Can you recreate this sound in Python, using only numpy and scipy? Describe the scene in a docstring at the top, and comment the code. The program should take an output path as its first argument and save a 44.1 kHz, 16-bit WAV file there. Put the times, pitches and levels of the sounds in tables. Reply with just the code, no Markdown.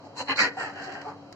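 """Storks on a straw nest

A walled enclosure with a quiet ventilation hum, heard on a pair of microphones near the nest.
Three short hissing rasps, then three lower, drawn-out croaks that now and then catch into a clear
note. Each call is a slack membrane fluttering in the breath, sounding the throat and chest and,
in the rasps, the bill. Straw rustles and snaps under the birds; the walls add a short tail."""
import sys
import numpy as np
from scipy import signal
from scipy.fft import rfft, irfft, next_fast_len
from scipy.io import wavfile
from scipy.ndimage import map_coordinates

SR = 44100
rng = np.random.default_rng(int(sys.argv[2]) if len(sys.argv) > 2 else 0)


def master(y):
    """Save y as 16-bit WAV."""
    cut = np.clip(np.atleast_2d(y).T, -1, 1)
    pcm = np.round(cut * 32767)  # scale
    wavfile.write(sys.argv[1], SR, pcm.astype(np.int16))


N = 59535

# Rush of the ventilation: freq_hz, gain_db
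VENT_COLOUR = [(25, -42), (72, -45), (92, -4.5), (330, -9), (720, -6), (1000, -11), (2000, -25),
               (4300, -24), (7600, -40.5), (8600, -58.5), (13000, -57)]
# Its hum lines: pitch_hz, level_db
HUM_LINES = [(100, -61), (122, -69), (147, -61.5), (555, -61)]
# Swell of its strongest line: time_s, level_db
DRONE_SWELL = [(0, -60.5), (.3, -50), (1.08, -51), (1.35, -54)]
# Reverberation of the enclosure: freq_hz, t60_s
WALL_DECAY = [(200, 0.51), (1000, 0.33), (4000, 0.18), (10000, 0.14)]
# Likeness of the two microphones, -1 to 1: freq_hz, correlation
MIC_LIKENESS = [(100, 0.98), (300, 0.93), (700, 0.6), (1400, 0.85), (1800, -0.13), (3000, -0.71),
                (4200, -0.19), (7000, 0.32)]
# Left microphone over the right: freq_hz, gain_db
MIC_BALANCE = [(100, -0.5), (280, 4), (600, 0.5), (6000, -1.5)]

# Rustle of the nest: time_s, level_db
RUSTLE_LEVELS = [(0, -78), (.06, -61), (.14, -86), (.55, -61.5), (.6, -48.5), (.64, -49), (.73, -61),
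                 (.8, -54), (.845, -48.5), (.9, -56.5), (.935, -53.5), (1.0, -62), (1.1, -58.5), (1.2, -92)]
# Snapping stalks: start_s, crack_db, t60_s, knock_db
STALK_SNAPS = [(0.845, -49.5, 0.062, -58), (0.923, -47, 0.03, -61), (1.016, -43, 0.028, -59),
               (1.326, -45.5, 0.034, -42)]
# Spectra of crisp straw and of a dull knock: freq_hz, gain_db
CRISP_COLOUR = [(500, -6.5), (2000, 3), (3000, -5.5), (4500, 6), (6000, -4), (7700, -8), (8300, -31.5),
                (13000, -30.5)]
DULL_COLOUR = [(30, -28), (150, 2), (800, -2), (3000, -37), (8000, -49.5)]
# A soft shuffle and a thin scrape: time_s, level_db
SHUFFLE_LEVELS = [(.01, -81), (.03, -53.5), (.07, -42), (.09, -70)]
SCRAPE_LEVELS = [(.57, -69), (.6, -58), (.635, -56), (.67, -68)]
# Their resonances: centre_hz, width_hz, gain_db
SHUFFLE_MODES = [(261, 12, 1.5), (695, 140, -10.5), (865, 18, -2), (2900, 600, -17)]
SCRAPE_MODES = [(7700, 330, 0)]

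# Spectra of chest rumble, throat tone and bill hiss: freq_hz, gain_db
CHEST_COLOUR = [(30, -21), (70, -39), (95, -2.5), (190, -9), (380, -49)]
THROAT_COLOUR = [(30, -14), (100, -8), (200, 5), (350, -2.5), (480, 1), (2900, 6.5), (3500, 4), (4500, -42),
                 (8000, -18.5), (12000, -47)]
HISS_COLOUR = [(1500, -28), (3200, -12), (3900, 3.5), (7600, -2.5), (8400, -7), (13000, -15.5)]
# Membrane flutter, a row per call: pitch_hz, growl_hz, roughness (0-1)
CROAK_FLUTTER = [(439.6, 190, 0.58), (389, 150, 0.95), (443.4, 120, 0.84)]
RASP_FLUTTER = [(502, 140, 0.82), (348.5, 176.4, 0.86), (490.4, 96.4, 0.9)]
# Throat and bill resonances, a table per call: centre_hz, width_hz, gain_db
CROAK_THROAT_MODES = [
    [(360, 200, -10), (767, 94, -0.5), (1015, 190, -8.5), (1356, 120, -6.5), (1550, 98, -6),
     (1825, 74, -2.5), (2760, 380, -18)],
    [(348, 103, -1), (735, 158, 0.5), (1460, 380, -5.5), (1605, 132, 2.5), (1878, 130, -5),
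     (2860, 420, -13.5)],
    [(409, 530, -12), (765, 156, 0.5), (1180, 140, -5), (1610, 670, -16.5)],
]
RASP_THROAT_MODES = [
    [(261, 19, 5.5), (537, 108, 1.5), (830, 88, 3), (975, 65, 6), (1490, 100, -8.5), (1810, 150, -6.5),
     (2860, 270, -9)],
    [(266, 18.6, -0.5), (458, 87, -5.5), (817, 86, -0.5), (1110, 190, -6), (1716, 150, -3.5),
     (2060, 155, -6), (2500, 150, -6.5), (2970, 250, -9)],
    [(530, 61, -4.5), (880, 170, -11), (1470, 230, -6.5), (1715, 73, -3.5), (2210, 290, -5),
     (2550, 41, -10)],
]
RASP_BILL_MODES = [
    [(4170, 210, 0.5), (7060, 1600, -12)],
    [(4170, 210, -1), (7560, 590, -25.5)],
    [(4420, 700, 12.5), (7500, 680, 0)],
]
# The narrowed throat late in the last rasp: centre_hz, width_hz, gain_db
NARROW_THROAT_MODES = [(283, 40, -3), (461, 81, -3), (784, 174, -6.5), (990, 104, -6), (1450, 360, -9),
                       (1868, 83, 2.5), (1952, 67, 2), (2380, 630, -10.5)]
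# Contour of each croak: time_s, throat_db
CROAK_CONTOURS = [
    [(.57, -45), (.586, -36), (.604, -31.5), (.64, -35.5), (.665, -36.5), (.7, -40.5), (.74, -49)],
    [(.742, -50), (.768, -40), (.81, -39), (.86, -43), (.932, -39), (.942, -44.5), (.955, -38.5),
     (.99, -44.5), (1.03, -44.5)],
    [(1.03, -47), (1.06, -41.5), (1.09, -39.5), (1.118, -43.5), (1.15, -50.5)],
]
# Contour of each rasp: time_s, throat_db, hiss_db
RASP_CONTOURS = [
    [(.152, -63.5, -67.5), (.17, -45.5, -47.5), (.19, -39, -39), (.208, -31, -40), (.226, -39.5, -45),
     (.245, -67, -61.5), (.265, -48, -54)],
    [(.274, -49, -52), (.286, -34.5, -41.5), (.298, -28, -40), (.316, -28, -37.5), (.338, -34, -49.5),
     (.352, -55, -59.5), (.362, -41, -39.5)],
    [(.358, -67, -56), (.374, -40, -36), (.384, -30.5, -38.5), (.396, -24, -30), (.42, -23.5, -30.5),
     (.452, -26.5, -37), (.488, -35.5, -52), (.504, -65, -68)],
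]
# Clear notes in the croaks: start_s, length_s, level_db, first_hz, last_hz, octave_below_db
CLEAR_NOTES = [(.569, 0.027, -25, 724, 776, -35), (0.565, .046, -37, 910, 979, -27),
               (0.623, 0.036, -31.5, 735, 784, -12), (0.864, 0.055, -36, 790, 732.5, -10),
               (0.945, 0.032, -36.5, 762, 810, -3.5), (1.051, 0.022, -32, 696, 772, -19),
               (1.062, 0.045, -32.5, 830, 882, -4)]

TIME_S = np.arange(N) / SR


def amp(db):
    """Decibels to gain."""
    return 10 ** (np.asarray(db) / 20)


def rms(x):
    """Root mean square."""
    return np.sqrt(np.mean(x ** 2) + 1e-20)


def along(points, hz):
    """(freq_hz, value) points read on a log frequency axis."""
    freqs, values = np.transpose(points)
    return np.interp(np.log(hz + 1), np.log(freqs + 1), values)


def envelopes(rows, fade_s=.005):
    """A gain curve for each dB column, fading out beyond the first and last time."""
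    times, *columns = np.transpose(rows)
    fade = np.exp(-np.abs(TIME_S - np.clip(TIME_S, times[0], times[-1])) / fade_s)
    return [amp(np.interp(TIME_S, times, db)) * fade for db in columns]


def wobble(rate_hz):
    """A smooth random curve, rate_hz knots a second."""
    return map_coordinates(rng.standard_normal(int(N * rate_hz / SR) + 4), [TIME_S * rate_hz])


def noise_pair():
    """Two independent white noises."""
    return rng.standard_normal((2, N))


def filtered(x, response):
    """x through a complex frequency response."""
    size = next_fast_len(N + SR // 4)
    return irfft(rfft(x, size) * response(np.fft.rfftfreq(size, 1 / SR)), size)[..., :N]


def resonances(modes, f):
    """Summed response of band-pass resonances of alternating sign."""
    return sum((-1) ** k * amp(db) * 1j * f * width / (centre ** 2 - f ** 2 + 1j * f * width)
               for k, (centre, width, db) in enumerate(modes))


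def spread(f):
    """Middle and side gains that give the two microphones their likeness."""
    angle = np.arccos(np.clip(along(MIC_LIKENESS, f), -.98, .99)) / 2
    return np.array([np.cos(angle), np.sin(angle)])


def stereo(pair, colour, modes=None):
    """Two excitations, coloured and spread to left and right, with a middle of rms 1."""
    def response(f):
        return amp(along(colour, f)) * spread(f) * (resonances(modes, f) if modes else 1)
    mid, side = filtered(pair, response)
    return np.array([mid + side, mid - side]) / rms(mid)


def hum_line(hz, waver_db=1.5, drift_rad=.35):
    """One tone of the ventilation, slightly unsteady in level and phase."""
    level = np.sqrt(2) * amp(waver_db * wobble(6.83))
    return level * np.sin(2 * np.pi * hz * TIME_S + drift_rad * wobble(9.43))


def ventilation(rush_db=-50, drone_hz=286.8):
    """Room tone: a low rush with hum lines, the strongest of which swells and eases."""
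    rush = stereo(noise_pair(), VENT_COLOUR) * amp(rush_db + .3 * wobble(9))
    hum = sum(amp(db) * hum_line(hz) for hz, db in HUM_LINES)
    return rush + hum + envelopes(DRONE_SWELL)[0] * hum_line(drone_hz)


def enclosure(sound):
    """The walls answer with a short diffuse tail whose treble dies first."""
    hz, t, spectrum = signal.stft(rng.standard_normal((2, SR // 2)), SR, nperseg=256)
    decay = amp(-60 * t / along(WALL_DECAY, hz)[:, None])
    tail = signal.istft(spectrum * decay, SR, nperseg=256)[1]
    wet = signal.fftconvolve(sound, tail / np.linalg.norm(tail[0]), axes=1)[:, :N]
    mid, side = filtered(wet, spread)
    return np.array([mid + side, mid - side])


def shuffle():
    """A bird shifts its weight with a dull, soft rub, and later scrapes a stalk."""
    rub = envelopes(SHUFFLE_LEVELS)[0] * stereo(noise_pair(), DULL_COLOUR, SHUFFLE_MODES)
    scrape = envelopes(SCRAPE_LEVELS)[0] * stereo(noise_pair(), HISS_COLOUR, SCRAPE_MODES)
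    return rub + scrape


def straw(ticks_per_s=4200, scatter_db=.5):
    """Underfoot, dense tiny ticks of rubbing stalks, and a few that snap with a dull knock."""
    hits = rng.random(N) < ticks_per_s / SR
    ticks = hits * amp(-scatter_db * rng.standard_normal(N)) * noise_pair()
    out = envelopes(RUSTLE_LEVELS)[0] * stereo(ticks, CRISP_COLOUR)
    crack = stereo(noise_pair(), CRISP_COLOUR)
    knock = stereo(noise_pair(), DULL_COLOUR)
    for start_s, crack_db, t60_s, knock_db in STALK_SNAPS:
        decay = (TIME_S >= start_s) * amp(-60 * np.abs(TIME_S - start_s) / t60_s)
        out += decay * (amp(crack_db) * crack + amp(knock_db) * knock)
    return out


def wall_echo(sound, delay_s=1 / 97, gain=.5):
    """The direct sound plus one reflection off a nearby wall."""
    return filtered(sound, lambda f: 1 + gain * np.exp(-2j * np.pi * f * delay_s))


def flutter(contour, pitch_hz, growl_hz, roughness):
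    """Uneven pulses of a slack membrane with a puff of air at each, beaten by a slower growl."""
    jitter, scatter_db, puff_depth, growl_depth, sag_per_s = .03, 2, .41, .15, 1.4
    middle_s = (contour[0][0] + contour[-1][0]) / 2
    sag = sag_per_s * np.clip(TIME_S - middle_s, -.05, .05)  # the pitch sinks in mid-call
    cycles = np.cumsum(pitch_hz * np.exp(jitter * wobble(200) - sag)) / SR
    growl_cycles = np.cumsum(growl_hz * np.exp(jitter * wobble(61.7))) / SR
    pulses = np.diff(np.floor(cycles), prepend=0) * amp(scatter_db * rng.standard_normal(N))
    pulses = np.array([pulses, np.roll(pulses, SR // 1300)])  # side lags middle
    air = noise_pair() * np.exp(puff_depth * np.cos(2 * np.pi * cycles))
    voice = np.sqrt(1 - roughness) * pulses / rms(pulses) + np.sqrt(roughness) * air / rms(air)
    return voice * np.exp(growl_depth * np.cos(2 * np.pi * growl_cycles))


def chest(source, level, gain_db=-24.5, lag_s=.015):
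    """A low rumble that follows each call a little late."""
    return amp(gain_db) * np.roll(level, int(lag_s * SR)) * stereo(source, CHEST_COLOUR)


def clear_notes(attack_s=.0048, glide_s=.013, jitter=.018, tremor_db=1.5):
    """The voice catches into brief notes that glide to their pitch, over a weaker octave below."""
    out = np.zeros(N)
    for start_s, length_s, level_db, first_hz, last_hz, octave_below_db in CLEAR_NOTES:
        age = np.clip(TIME_S - start_s, 0, length_s)
        glide_hz = last_hz + (first_hz - last_hz) * np.exp(-age / glide_s)
        phase = 2 * np.pi * np.cumsum(glide_hz * (1 + jitter * wobble(200))) / SR
        swell = (1 - np.exp(-age / attack_s)) * (1 - (age / length_s) ** 2)
        level = swell * amp(level_db + tremor_db * wobble(150))
        out += level * (np.sin(phase) + amp(octave_below_db) * np.sin(phase / 2))
    mid, side = filtered(out, spread)
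    side = np.roll(side, SR // 3000)
    return np.array([mid - side, mid + side])


def croaks(throat_gain_db=-.5):
    """Softer hoarse calls: the flutter sounds throat and chest, without the hiss."""
    out = np.zeros((2, N))
    for contour, voice, throat_modes in zip(CROAK_CONTOURS, CROAK_FLUTTER, CROAK_THROAT_MODES):
        level, = envelopes(contour)
        source = wall_echo(flutter(contour, *voice))
        throat = stereo(source, THROAT_COLOUR, throat_modes)
        out += amp(throat_gain_db) * level * throat + chest(source, level)
    return out


def rasps(throat_gain_db=1, narrow_at_s=.4133, narrow_over_s=.026):
    """Short harsh calls: one flutter sounds the throat, rumbles in the chest and hisses in the bill."""
    out = np.zeros((2, N))
    narrowing = np.clip((TIME_S - narrow_at_s) / narrow_over_s + .5, 0, 1)
    calls = zip(RASP_CONTOURS, RASP_FLUTTER, RASP_THROAT_MODES, RASP_BILL_MODES)
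    for contour, voice, throat_modes, bill_modes in calls:
        level, hiss_level = envelopes(contour)
        source = wall_echo(flutter(contour, *voice))
        wide = np.sqrt(1 - narrowing) * stereo(source, THROAT_COLOUR, throat_modes)
        narrow = np.sqrt(narrowing) * stereo(source, THROAT_COLOUR, NARROW_THROAT_MODES)
        hiss = hiss_level * stereo(source, HISS_COLOUR, bill_modes)
        out += amp(throat_gain_db) * level * (wide + narrow) + hiss + chest(source, level)
    return out


def scene(reverb_db=-12.5):
    """Birds and straw up front, the walls and the hum behind them."""
    nest = rasps() + croaks() + clear_notes() + straw() + shuffle()
    return nest + amp(reverb_db) * enclosure(nest) + ventilation()


def record(dry, low_cut_hz=15, top_hz=13600, notch_hz=3560, notch_width_hz=269):
    """Two microphones, slightly unlike in colour, lose deep bass, a narrow treble band and the top."""
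    def response(f):
        balance = amp(along(MIC_BALANCE, f) * np.array([[.5], [-.5]]))
        notch = 1 - np.exp(-((f - notch_hz) / notch_width_hz) ** 4)
        band = (f < top_hz) * f / (f + low_cut_hz)
        return balance * notch * band
    return filtered(dry, response)


dry = scene()
out = record(dry)
master(out)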